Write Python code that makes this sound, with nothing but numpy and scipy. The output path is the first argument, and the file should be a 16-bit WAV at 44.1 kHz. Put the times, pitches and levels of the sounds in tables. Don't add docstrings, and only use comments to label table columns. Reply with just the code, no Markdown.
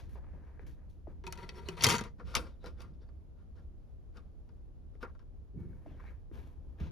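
import sys
import numpy as np
from scipy import signal
from scipy.fft import rfft, irfft, next_fast_len
from scipy.io import wavfile

SR = 44100
rng = np.random.default_rng(int(sys.argv[2]) if len(sys.argv) > 2 else 0)


def wrap_up_sound(samples):
    columns = np.atleast_2d(samples).T
    tamed = np.clip(columns, -1, 1)
    steps = np.round(tamed * 32767).astype(np.int16)
    wavfile.write(sys.argv[1], SR, steps)


N = 305076


def from_db(db):
    return 10 ** (np.asarray(db) / 20)


def rms_one(x):
    return x / np.sqrt(np.mean(x ** 2) + 1e-20)


def at_hz(points, size, log=True):
    hz = np.arange(size // 2 + 1) * SR / size
    knots, values = np.transpose(points)
    return np.interp(np.log(hz + 1), np.log(knots + 1), values) if log else np.interp(hz, knots, values)


def coloured(x, spectrum):
    return rms_one(irfft(rfft(x) * from_db(at_hz(spectrum, N)), N))


def band(x, low_hz, high_hz):
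    return signal.sosfilt(signal.butter(2, [low_hz, high_hz], "band", fs=SR, output="sos"), x + 1e-18)


def steep_band(x, low_hz, high_hz):
    return band(band(x, low_hz, high_hz), low_hz, high_hz)


def drift(rate_hz):
    pole = np.exp(-80 * np.pi * rate_hz / SR)
    slow = signal.lfilter([1], [1, -2 * pole, pole * pole], rng.standard_normal(N // 40 + 2002))[2000:]
    return np.interp(np.arange(N) / 40, np.arange(len(slow)), rms_one(slow))


def resonate(x, hz, width_hz):
    r = np.exp(-np.pi * width_hz / SR)
    feedback = [1, -2 * r * np.cos(2 * np.pi * hz / SR), r * r]
    return signal.lfilter([(1 - r * r) / 2, 0, (r * r - 1) / 2], feedback, x + 1e-18)


def grains(per_s, spread_db):
    sizes = from_db(spread_db * np.minimum(rng.exponential(1, N), 5)) * rng.choice([-1, 1], N)
    return rms_one(sizes * (rng.random(N) < per_s / SR))


def envelope(times, levels_db, t60s, rises, holds=0.):
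    power, t = np.zeros(N + SR), np.arange(SR) / SR
    for start, db, t60, rise, hold in np.broadcast(times, levels_db, t60s, rises, holds):
        i, size = round(start * SR), int(min(rise + hold + 1.5 * t60, 1) * SR)
        fall_db = 60 * np.maximum(t[:size] - rise - hold, 0) / t60
        power[i:i + size] += (from_db(db - fall_db) * np.minimum(t[:size] / rise, 1)) ** 2
    return np.sqrt(power[:N])


def strokes(rows, t60):
    start, swell, hold, level_db, *parts_db = np.transpose(rows)
    return [envelope(start, level_db + db, t60, swell, hold) for db in [0] + parts_db]


# (time [s], level [dB], bass, body, treble [dB re level])
DISC_TAPS = [(1.2392, -46.5, 8.5, 9, -32), (1.2668, -30, -5.5, -2.5, -20), (1.2757, -38, -25, 3, -14),
             (1.3248, -29.5, -19, -1, -11), (1.355, -50, -9, 5, -15), (1.3755, -45, -16, -3, -19),
             (1.429, -49, 5, -6, -28), (1.4915, -31, -28, -4, -25), (1.6865, -27.5, 1, -3.5, -17),
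             (1.8088, -24.5, -17, -24, -38.5), (1.822, -21, -12.5, -9.5, -17.5),
             (1.831, -20.5, -9.5, -13.5, -17), (1.8375, -11.5, -28.5, -8.5, -7.5),
             (1.8424, -3, -21.5, -5, -14.5), (1.846, -19, -11.5, 6.5, -19.5),
             (1.8557, -26, -1.5, 13, -18.5), (1.866, -14.5, -5, 0, -10.5), (1.887, -18.5, -14, 1.5, -9),
             (1.8961, -21.5, -13, 2.5, -9.5), (1.9015, -14, -15, -6.5, -21), (1.908, -17, -12, -3, -16),
             (1.912, -24, -14, -4.5, -15.5), (1.9205, -20, -15.5, -8, -18.5), (1.926, -26, -13, -1.5, -16),
             (1.9399, -27, -12.5, -7, -22), (1.9522, -24, -28, 2, -35), (1.963, -31, 1, 0, -21),
             (1.9825, -26.5, -7, 1, -17.5), (1.99, -33, -5, 5, -18), (2.0095, -32, 3, 2, -16),
             (2.038, -39.5, -26, 1, -14.5), (2.0505, -47, 6, -10.5, -25.5), (2.196, -61, 8.5, 21, -23.5),
             (2.34, -44, -12.5, 10, -32), (2.3519, -16, -25, -4, -10), (2.3666, -18.5, -17, -11.5, -29),
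             (2.64, -57, 21, 18, -20.5), (2.6582, -51.5, 9, 13, -9.5), (2.6677, -47, -2, -6.5, -22),
             (2.803, -50.5, -1.5, 5, -15), (2.817, -49.5, -12, -14, -11), (2.945, -74.5, 1.5, 0, -23.5),
             (3.03, -79, 3.5, 2, -21), (3.087, -71, 11.5, 14.5, -27), (4.1689, -50, 3, 4.5, -27),
             (4.4894, -66, 8.5, 10.5, -23), (5.026, -49, 4, 15.5, -16.5), (5.148, -73, 3, 21, -31),
             (5.1912, -63, -8.5, 8, -26.5), (5.211, -76.5, 10, 12, -27.5)]
# (frequency [Hz], level [dB])
CONTACT_SPECTRUM = [(120, -4.5), (300, 6), (900, 4.5), (2000, 5), (4500, 1.5), (7000, -6.5), (8500, -1),
                    (10000, -7.5), (13000, -17.5), (14500, -18), (16000, -17.5)]
SNAP_SPECTRUM = [(1000, 4.5), (4500, 7.5), (7000, 1.5), (10000, -9), (14000, -14), (16000, -3.5)]
DROP_S, PRESS_S, LIFT_S = 1.82, 2.16, 4.9
HELD_T60_S, LOOSE_T60_S, PRESSED_T60_S = 0.032, 0.044, 0.056


def disc():
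    time, level_db, bass_db, body_db, treble_db = np.transpose(DISC_TAPS)
    t60 = np.where(time < DROP_S, HELD_T60_S, np.where(time > PRESS_S, PRESSED_T60_S, LOOSE_T60_S))
    nudged = (time > PRESS_S) & (level_db < -36)
    rise = np.where(nudged, .003, .0002)
    slide, slide_body, slide_treble, slide_bass = sliding()
    rough = coloured(grains(per_s=12000, spread_db=0.51), CONTACT_SPECTRUM)
    snap = coloured(rng.standard_normal(N), SNAP_SPECTRUM)
    crack = snap * envelope(time, level_db - 6, .0035, rise)
    bright = snap * envelope(time, level_db + treble_db + 13, .0074, rise)
    tail = envelope(time, level_db - 15.5, t60, rise) + from_db(-1.5) * slide
    treble = envelope(time, level_db + treble_db + 5.5, .8 * t60, rise) + from_db(11) * slide_treble
    body = envelope(time, level_db + body_db - 8, .98 * t60, rise) + from_db(-3) * slide_body
    bass = envelope(time, level_db + bass_db + .5, t60, rise) + from_db(2.5) * slide_bass
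    ring = envelope(time, level_db - 6, .66 * t60, rise) + from_db(-2.5) * slide
    out = band(crack + rough * tail, 1800, 8700)
    out += band(bright + rough * treble, 6100, 15500)
    out += from_db(-3.5) * steep_band(rough * body, 750, 2100)
    out += from_db(-8) * band(rough * bass, 75, 700)
    return out + disc_modes(bass, body, ring)


# (start [s], swell [s], hold [s], level [dB], body, treble, bass [dB re level])
DISC_SLIDES = [(1.244, 0.0094, .5, -69.5, 10.7, -11, 17), (1.37, 0.0098, 0.06, -61, 11.6, -12, 15.4),
               (1.53, 0.046, 0.0091, -59, 9.9, -11, 14), (1.645, 0.014, 0.092, -65, 11.2, -9.5, 13),
               (1.764, 0.0089, 0.1, -51, 7.8, -14, 9.7), (1.84, 0.027, 0.079, -38, 7.1, -8, 5.3),
               (1.97, 0.01, 0.09, -61, 13, -16, 10), (2.179, 0.019, 0.012, -72, 13.6, -17, 25),
               (2.243, 0.045, 0.07, -59, 5.8, -14.5, 8.8), (2.354, 0.0061, 0.025, -50, 8.3, -7, 12),
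               (2.411, .01, 0.049, -63.5, 6.8, -22, 14), (2.6, 0.058, 0.025, -65.5, 7.6, -13.5, 17),
               (2.76, 0.039, 0.048, -70, 11.9, -12, 15.4), (2.86, 0.019, 0.035, -86, 5.4, -16, 18.4),
               (3.0, 0.016, 0.015, -78, 5.6, -16.5, 21), (3.35, .04, 0.018, -83.5, 12.6, -14.5, 10),
               (3.55, 0.0096, 0.025, -77, 8.8, -19.5, 15.6), (4.13, 0.03, 0.022, -74, 11.3, -11.5, 14.5),
               (4.93, 0.017, 0.011, -83, 10, -12.5, 11), (5.001, 0.019, 0.01, -63, 13.3, -10.5, 10.2),
               (5.025, 0.003, 0.025, -84, 39.4, -17, 40), (5.05, 0.0097, 0.036, -79.5, 20, -20, 25),
               (5.19, 0.01, .025, -85.5, 13.2, -15.5, 21.6)]


def sliding():
    start = np.array(DISC_SLIDES)[:, 0]
    t60 = np.where(start < PRESS_S, .12, np.where(start < LIFT_S, .23, .09))
    catch = from_db(1.2 * drift(35))
    return catch * np.array(strokes(DISC_SLIDES, t60))


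# (frequency [Hz], bandwidth [Hz], relative gain [dB])
HELD_MODES = [(166.6, 8.1, -3), (373, 20, -1.5), (453.5, 21, -11), (945, 40, -1), (1180, 60, -10.5),
              (1360, 60, -6.5), (1630, 40, -18), (1970, 57, -7.5), (2560, 46, -5), (2950, 160, -13),
              (3741, 98, -14), (4100, 110, -14.5), (4460, 140, -9), (5660, 81, -14.5)]
LOOSE_MODES = [(118, 38, -3), (462, 24, -1.5), (198, 39, -1.5), (942, 34, 0), (1170, 69.66, -3),
               (1400, 62, -2.5), (1610, 60, -8.5), (1907, 50, -7.5), (2062, 89, -6), (2255, 40, -8.5),
               (2540, 37, -8.5), (3200, 83, -5), (3670, 160, -14.5), (4480, 140, -7), (4781, 88, -9),
               (5340, 120, -10.5), (5750, 120, -10), (6800, 640, -10.5)]
PRESSED_MODES = [(230, 115, -5.5), (500, 76, -1.5), (746, 440, -4), (1150, 180, 3.5), (1412.5, 77, 4.5),
                 (1595, 59, -3), (2205.5, 1300, -11), (3102, 110, -4), (3610, 67, -7.5), (4157, 47, -15),
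                 (4636, 140, -6), (5440, 300, -6), (5800, 64, -12.5)]
LOSS_FACTOR = .014


def disc_modes(bass, body, ring):
    rub, t = grains(per_s=5000, spread_db=2.2), np.arange(N) / SR
    held, pressed = t < DROP_S, t > PRESS_S
    out = np.zeros(N)
    for modes, state, gain_db, wander_db in ((HELD_MODES, held, 18, 3.0),
                                             (LOOSE_MODES, ~held & ~pressed, 12, 3.2),
                                             (PRESSED_MODES, pressed, 10, 1.5)):
        span = slice(np.argmax(state), N - np.argmax(state[::-1]) + SR // 2)
        for k, (hz, width, db) in enumerate(modes):
            drive = bass if hz < 700 else body if hz < 2200 else ring
            force = state * rub * drive * from_db(wander_db * drift(28))
            mode = resonate(force[span], hz, max(width, LOSS_FACTOR * hz))
            out[span] += from_db(db + gain_db) * (-1) ** k * mode
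    return out


# (time [s], level [dB], frequency [Hz], click [dB re level])
SOFT_KNOCKS = [(0.156, -48, 615, -5), (.168, -54, 600, -3), (.2425, -50, 620, 0), (0.267, -53, 806, 1),
               (.293, -60, 600, -10), (.311, -64, 617, -6), (0.337, -49, 600, -11), (.35, -56, 590, -12),
               (.376, -48.5, 560, -10), (.401, -59, 480, -8), (.575, -56, 470, 3), (0.594, -43.5, 432, 4.5),
               (1.071, -35.5, 606, -19), (1.078, -36, 330, -33), (4.953, -48, 413, -6),
               (5.063, -45, 390, -21), (5.631, -61.5, 1340, -7), (5.730, -56, 1483, -5),
               (5.82, -58, 700, -4), (5.861, -38.5, 612, -11.5), (5.912, -50, 630, -11),
               (5.947, -48.5, 570, -10), (5.998, -46.5, 1053, -6.5), (6.004, -49.5, 1100, 3),
               (6.040, -46.5, 785, -11), (6.118, -55.5, 603, 0), (6.314, -39, 300, -14),
               (6.359, -65, 950, 7), (6.387, -45.5, 400, -17), (6.801, -48.5, 417, -14),
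               (6.811, -29.5, 136, -18)]
KNOCK_RISE_S, KNOCK_T60_S, KNOCK_CYCLES = .0025, 0.013, 7.3


def knocks():
    time, level_db, pitch, click_db = np.transpose(SOFT_KNOCKS)
    clicks = rng.standard_normal(N) * envelope(time, level_db + click_db, t60s=.012, rises=.00045)
    out = band(band(clicks, 540, 2100), 470, 2800)
    t = np.arange(SR // 5) / SR
    for start, db, hz in zip(time, level_db, pitch):
        t60 = KNOCK_T60_S + KNOCK_CYCLES / hz
        cycles = np.cumsum(hz * (1 + 0.74 * np.exp(-t / 0.00084))) / SR
        ring = from_db(db - 60 * t / t60) * np.minimum(t / KNOCK_RISE_S, 1) * np.sin(2 * np.pi * cycles)
        i = round(start * SR)
        out[i:i + len(t)] += ring[:N - i]
    return out


# (start [s], swell [s], hold [s], level [dB], frequency [Hz])
PLASTIC_CREAKS = [(1.546, 0.013, 0.035, -71, 5430), (1.649, 0.011, 0.013, -62.5, 4100),
                  (2.506, 0.011, .03, -87.5, 3720), (2.595, 0.015, 0.029, -78.5, 3780),
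                  (2.649, .006, 0.0098, -60, 4010), (2.66, .004, 0.0073, -66, 4630),
                  (2.76, .02, 0.027, -79.5, 3500), (2.794, .004, 0.013, -75, 5630),
                  (2.807, .004, 0.009, -68, 4700), (2.861, 0.009, 0.021, -90, 5720),
                  (2.865, .01, 0.024, -95, 4660), (2.933, .005, 0.007, -85, 3620),
                  (2.932, .005, .008, -88, 4800), (3.001, 0.016, 0.018, -83.5, 4670),
                  (3.009, 0.0071, 0.014, -86.5, 5500), (2.998, .015, 0.021, -85, 3580),
                  (3.075, .006, 0.01, -87, 4550), (5.87, .005, 0.037, -79.5, 2626),
                  (5.9, 0.0067, 0.053, -83.5, 3155), (3.019, 0.0073, .015, -77, 1540),
                  (3.568, 0.0077, .02, -76.5, 1493), (5.01, 0.0065, 0.012, -68.5, 3700),
                  (6.057, 0.013, 0.024, -66.5, 2190), (6.059, 0.012, 0.023, -82, 3970)]


def creaks():
    out, slips = np.zeros(N), grains(per_s=4000, spread_db=2.3)
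    for start, swell, hold, level_db, hz in PLASTIC_CREAKS:
        span = slice(round(start * SR), round(start * SR) + SR // 4)
        ring = resonate(resonate(slips[span], hz, width_hz=300), hz, width_hz=600)
        out[span] += envelope(start, level_db, .05, swell, hold)[span] * rms_one(ring)
    return out


# (start [s], swell [s], hold [s], level [dB], upper, treble, air [dB re level])
SLEEVE_RUBS = [(0, 0.0011, 0.0066, -63.5, -4, -6, -12), (0.089, 0.0037, 0.039, -73.5, -2.5, -6, -5.5),
               (0.152, 0.0034, 0.018, -60, -12, -23, -37), (.21, 0.014, .33, -71, -6.5, -22, -25),
               (.6, 0.0068, 0.044, -72, -1.5, -16, -20), (0.664, 0.0032, 0.0092, -70, 0, -1.5, -3.5),
               (.76, 0.0086, 0.074, -76.5, -7, -28, -30), (0.891, 0.0075, 0.013, -92.5, -14, 11, 9),
               (1.071, 0.0054, 0.029, -67, -12, -22, -25), (5.55, 0.045, 0.25, -75, -8, -19, -15),
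               (5.858, 0.0052, 0.11, -71.5, -6, -15.5, -20.5), (5.976, 0.024, 0.058, -68, -0.5, -15, -20),
               (6.05, 0.018, 0.045, -70.5, -1.5, -18, -17), (6.314, 0.027, 0.076, -64, -8, -10, -14.5),
               (6.45, 0.021, 0.042, -70.5, -9.5, -11.5, -13), (6.6, 0.042, 0.21, -76, -15, -17, -19),
               (6.775, 0.023, 0.009, -66.5, -4, -10.5, -20.5),
               (6.797, 0.0042, 0.029, -59, -5.5, -6.5, -18.5), (6.85, 0.0066, .07, -68, -6, -9, -27)]
# (frequency [Hz], level [dB])
CLOTH_SPECTRUM = [(200, 31.5), (500, 23), (1200, 16), (2500, -2.5), (3400, -7.5), (4500, -9.5),
                  (7000, -15.5), (11000, -31), (14000, -21), (16000, -28)]
RUSTLE_BANDS_HZ = (350, 1420), (1500, 2720), (2750, 7660), (8000, 13000)


def rustle():
    cloth = coloured(grains(per_s=5000, spread_db=1.8), CLOTH_SPECTRUM) * from_db(1.5 * drift(25))
    parts = [rms_one(steep_band(cloth, *edges)) for edges in RUSTLE_BANDS_HZ]
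    return sum(level * part for level, part in zip(strokes(SLEEVE_RUBS, t60=0.29), parts))


# (start [s], swell [s], hold [s], level [dB])
FAINT_SQUEAKS = [(5.565, .015, .075, -84), (5.68, .01, 0.068, -87)]
SQUEAK_HZ, SQUEAK_WAVER_HZ = 2220, 28


def squeak():
    level, = strokes(FAINT_SQUEAKS, t60=0.051)
    flicker = from_db(1.9 * drift(40))
    hz = SQUEAK_HZ + SQUEAK_WAVER_HZ * drift(25)
    return level * flicker * rms_one(np.sin(2 * np.pi * np.cumsum(hz) / SR))


# (start [s], swell [s], hold [s], level [dB], upper, deep [dB re level])
BODY_SHIFTS = [(0.0, 0.014, 0.29, -65.5, -1.5, 19), (.32, 0.026, 0.052, -58, -6.5, -18),
               (.6, 0.031, 0.043, -56, -5.5, 8), (1.06, 0.028, 0.048, -57.5, -4, 8),
               (1.2, 0.024, 0.74, -57, -34, -1), (1.8, 0.053, 0.082, -38.5, -20, -10.5),
               (2.2, 0.037, 0.067, -52.5, -12.5, 9), (2.355, 0.0071, 0.012, -50.5, -1, 12),
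               (2.62, 0.064, 0.086, -65.5, -8, 18.5), (2.8, 0.031, 0.091, -55.5, -8.5, 2),
               (5.53, 0.038, 0.078, -43.5, -7, -6.5), (5.86, 0.015, 0.018, -55, -1, 3.5),
               (6.28, 0.05, 0.075, -58.5, -2.5, 13), (6.62, 0.036, 0.083, -66, -11, -4.5),
               (6.79, 0.025, 0.032, -43.5, -11.5, 6)]
SHIFT_BANDS_HZ = (91, 195), (187, 390), (35.73, 81)


def shifting():
    main, upper, deep = strokes(BODY_SHIFTS, t60=0.51)
    white = rng.standard_normal((2, N))
    noise = [rms_one(steep_band(white, *edges)) for edges in SHIFT_BANDS_HZ]
    mid, side = (main * noise[0] * [[1.2], [.5]]
                 + upper * noise[1] * [[1.3], [.3]]
                 + deep * noise[2] * [[1.05], [.9]])
    return from_db(-3) * np.array([mid + side, mid - side])


# (frequency [Hz], relative spectral density [dB])
ROOM_MID_SPECTRUM = [(12, -18), (30, -2), (45, 0), (75, 2), (100, -9.5), (200, -18.5), (340, -23),
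                     (600, -32), (1000, -41.5), (2000, -52), (5000, -58.5), (7200, -63), (8100, -81),
                     (9200, -63), (13000, -65.5), (14500, -79.5)]
ROOM_SIDE_SPECTRUM = [(12, -19), (30, -3.5), (62, -1), (100, -9), (200, -22.5), (340, -28.5), (600, -34),
                      (1000, -41), (2000, -53), (6000, -62), (9500, -61), (11500, -74), (14500, -73.5)]
ROOM_MID_DB, ROOM_SIDE_DB = -51, -54
HUM_HZ, HUM_DB = 29.9, -58.5


def room_tone():
    mid = from_db(ROOM_MID_DB + 0.68 * drift(4.5)) * coloured(rng.standard_normal(N), ROOM_MID_SPECTRUM)
    side = from_db(ROOM_SIDE_DB + 0.51 * drift(0.99))
    side *= coloured(rng.standard_normal(N), ROOM_SIDE_SPECTRUM)
    phase = 2 * np.pi * HUM_HZ * np.arange(N) / SR + np.array([[0], [1.4]])
    hum = from_db(HUM_DB + 1.102 * drift(3.2)) * np.sqrt(2) * np.sin(phase)
    return np.array([mid + side, mid - side]) + hum


def reverb(x, level_db=-13, decay_s=0.036, dull_hz=5400):
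    t = np.arange(SR // 2) / SR
    tail = rng.standard_normal((2, len(t))) * from_db(-60 * t / decay_s) * np.minimum(t / 0.072, 1)
    tail = band(tail, 100, dull_hz)
    tail /= np.sqrt(np.sum(tail ** 2) / 2)
    return from_db(level_db) * signal.fftconvolve(x[None], tail, axes=1)[:, :N]


# (frequency [Hz], phase [rad])
LEFT_LEAD = [(0, 0), (1640, -0.3), (2670, 1.3), (3190, 0.2), (4130, -0.3), (4910, 0.7), (5340, 0.3),
             (6200, -0.3), (7670, -2.8), (9390, -3.9), (10500, -5.9), (13000, -6.7), (13800, -9.2),
             (15500, -9.5)]
OFF_AXIS_LEAD = [(0, 0), (300, .5), (800, 1.5), (1700, 1.6), (2600, 0), (16000, 0)]
# (frequency [Hz], left minus right [dB])
LEFT_EXCESS = [(60, 0), (250, 2), (500, 2), (800, 5.5), (1200, 4), (1700, 2), (2400, 7), (3500, 5),
               (4700, 4.5), (6300, 3), (8000, 0), (15000, -1)]
# (frequency [Hz], gain [dB])
OFF_AXIS_GAIN = [(1800, 0.5), (3300, 2.5), (4300, -4), (7000, -3), (12000, 0)]
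TURN_S = 6.25


def ports(x, turned=False):
    size = next_fast_len(len(x) + 1024)
    phase = at_hz(LEFT_LEAD, size, log=False) + turned * at_hz(OFF_AXIS_LEAD, size, log=False)
    left = from_db(at_hz(LEFT_EXCESS, size) / 2) * np.exp(.5j * phase)
    spectrum = rfft(x, size) * from_db(turned * at_hz(OFF_AXIS_GAIN, size))
    return irfft(spectrum * np.array([left, 1 / left]), size)[:, :len(x)]


def scene():
    near = disc() + knocks() + rustle() + squeak() + creaks()
    turn = round(TURN_S * SR)
    direct = np.hstack([ports(near[:turn]), ports(near[turn:], turned=True)])
    return direct + reverb(near) + shifting() + room_tone()


CUTOFF_HZ = 15900


def record(dry):
    return signal.sosfilt(signal.ellip(10, .5, 70, CUTOFF_HZ, fs=SR, output="sos"), dry)


dry = scene()
out = record(dry)
wrap_up_sound(out)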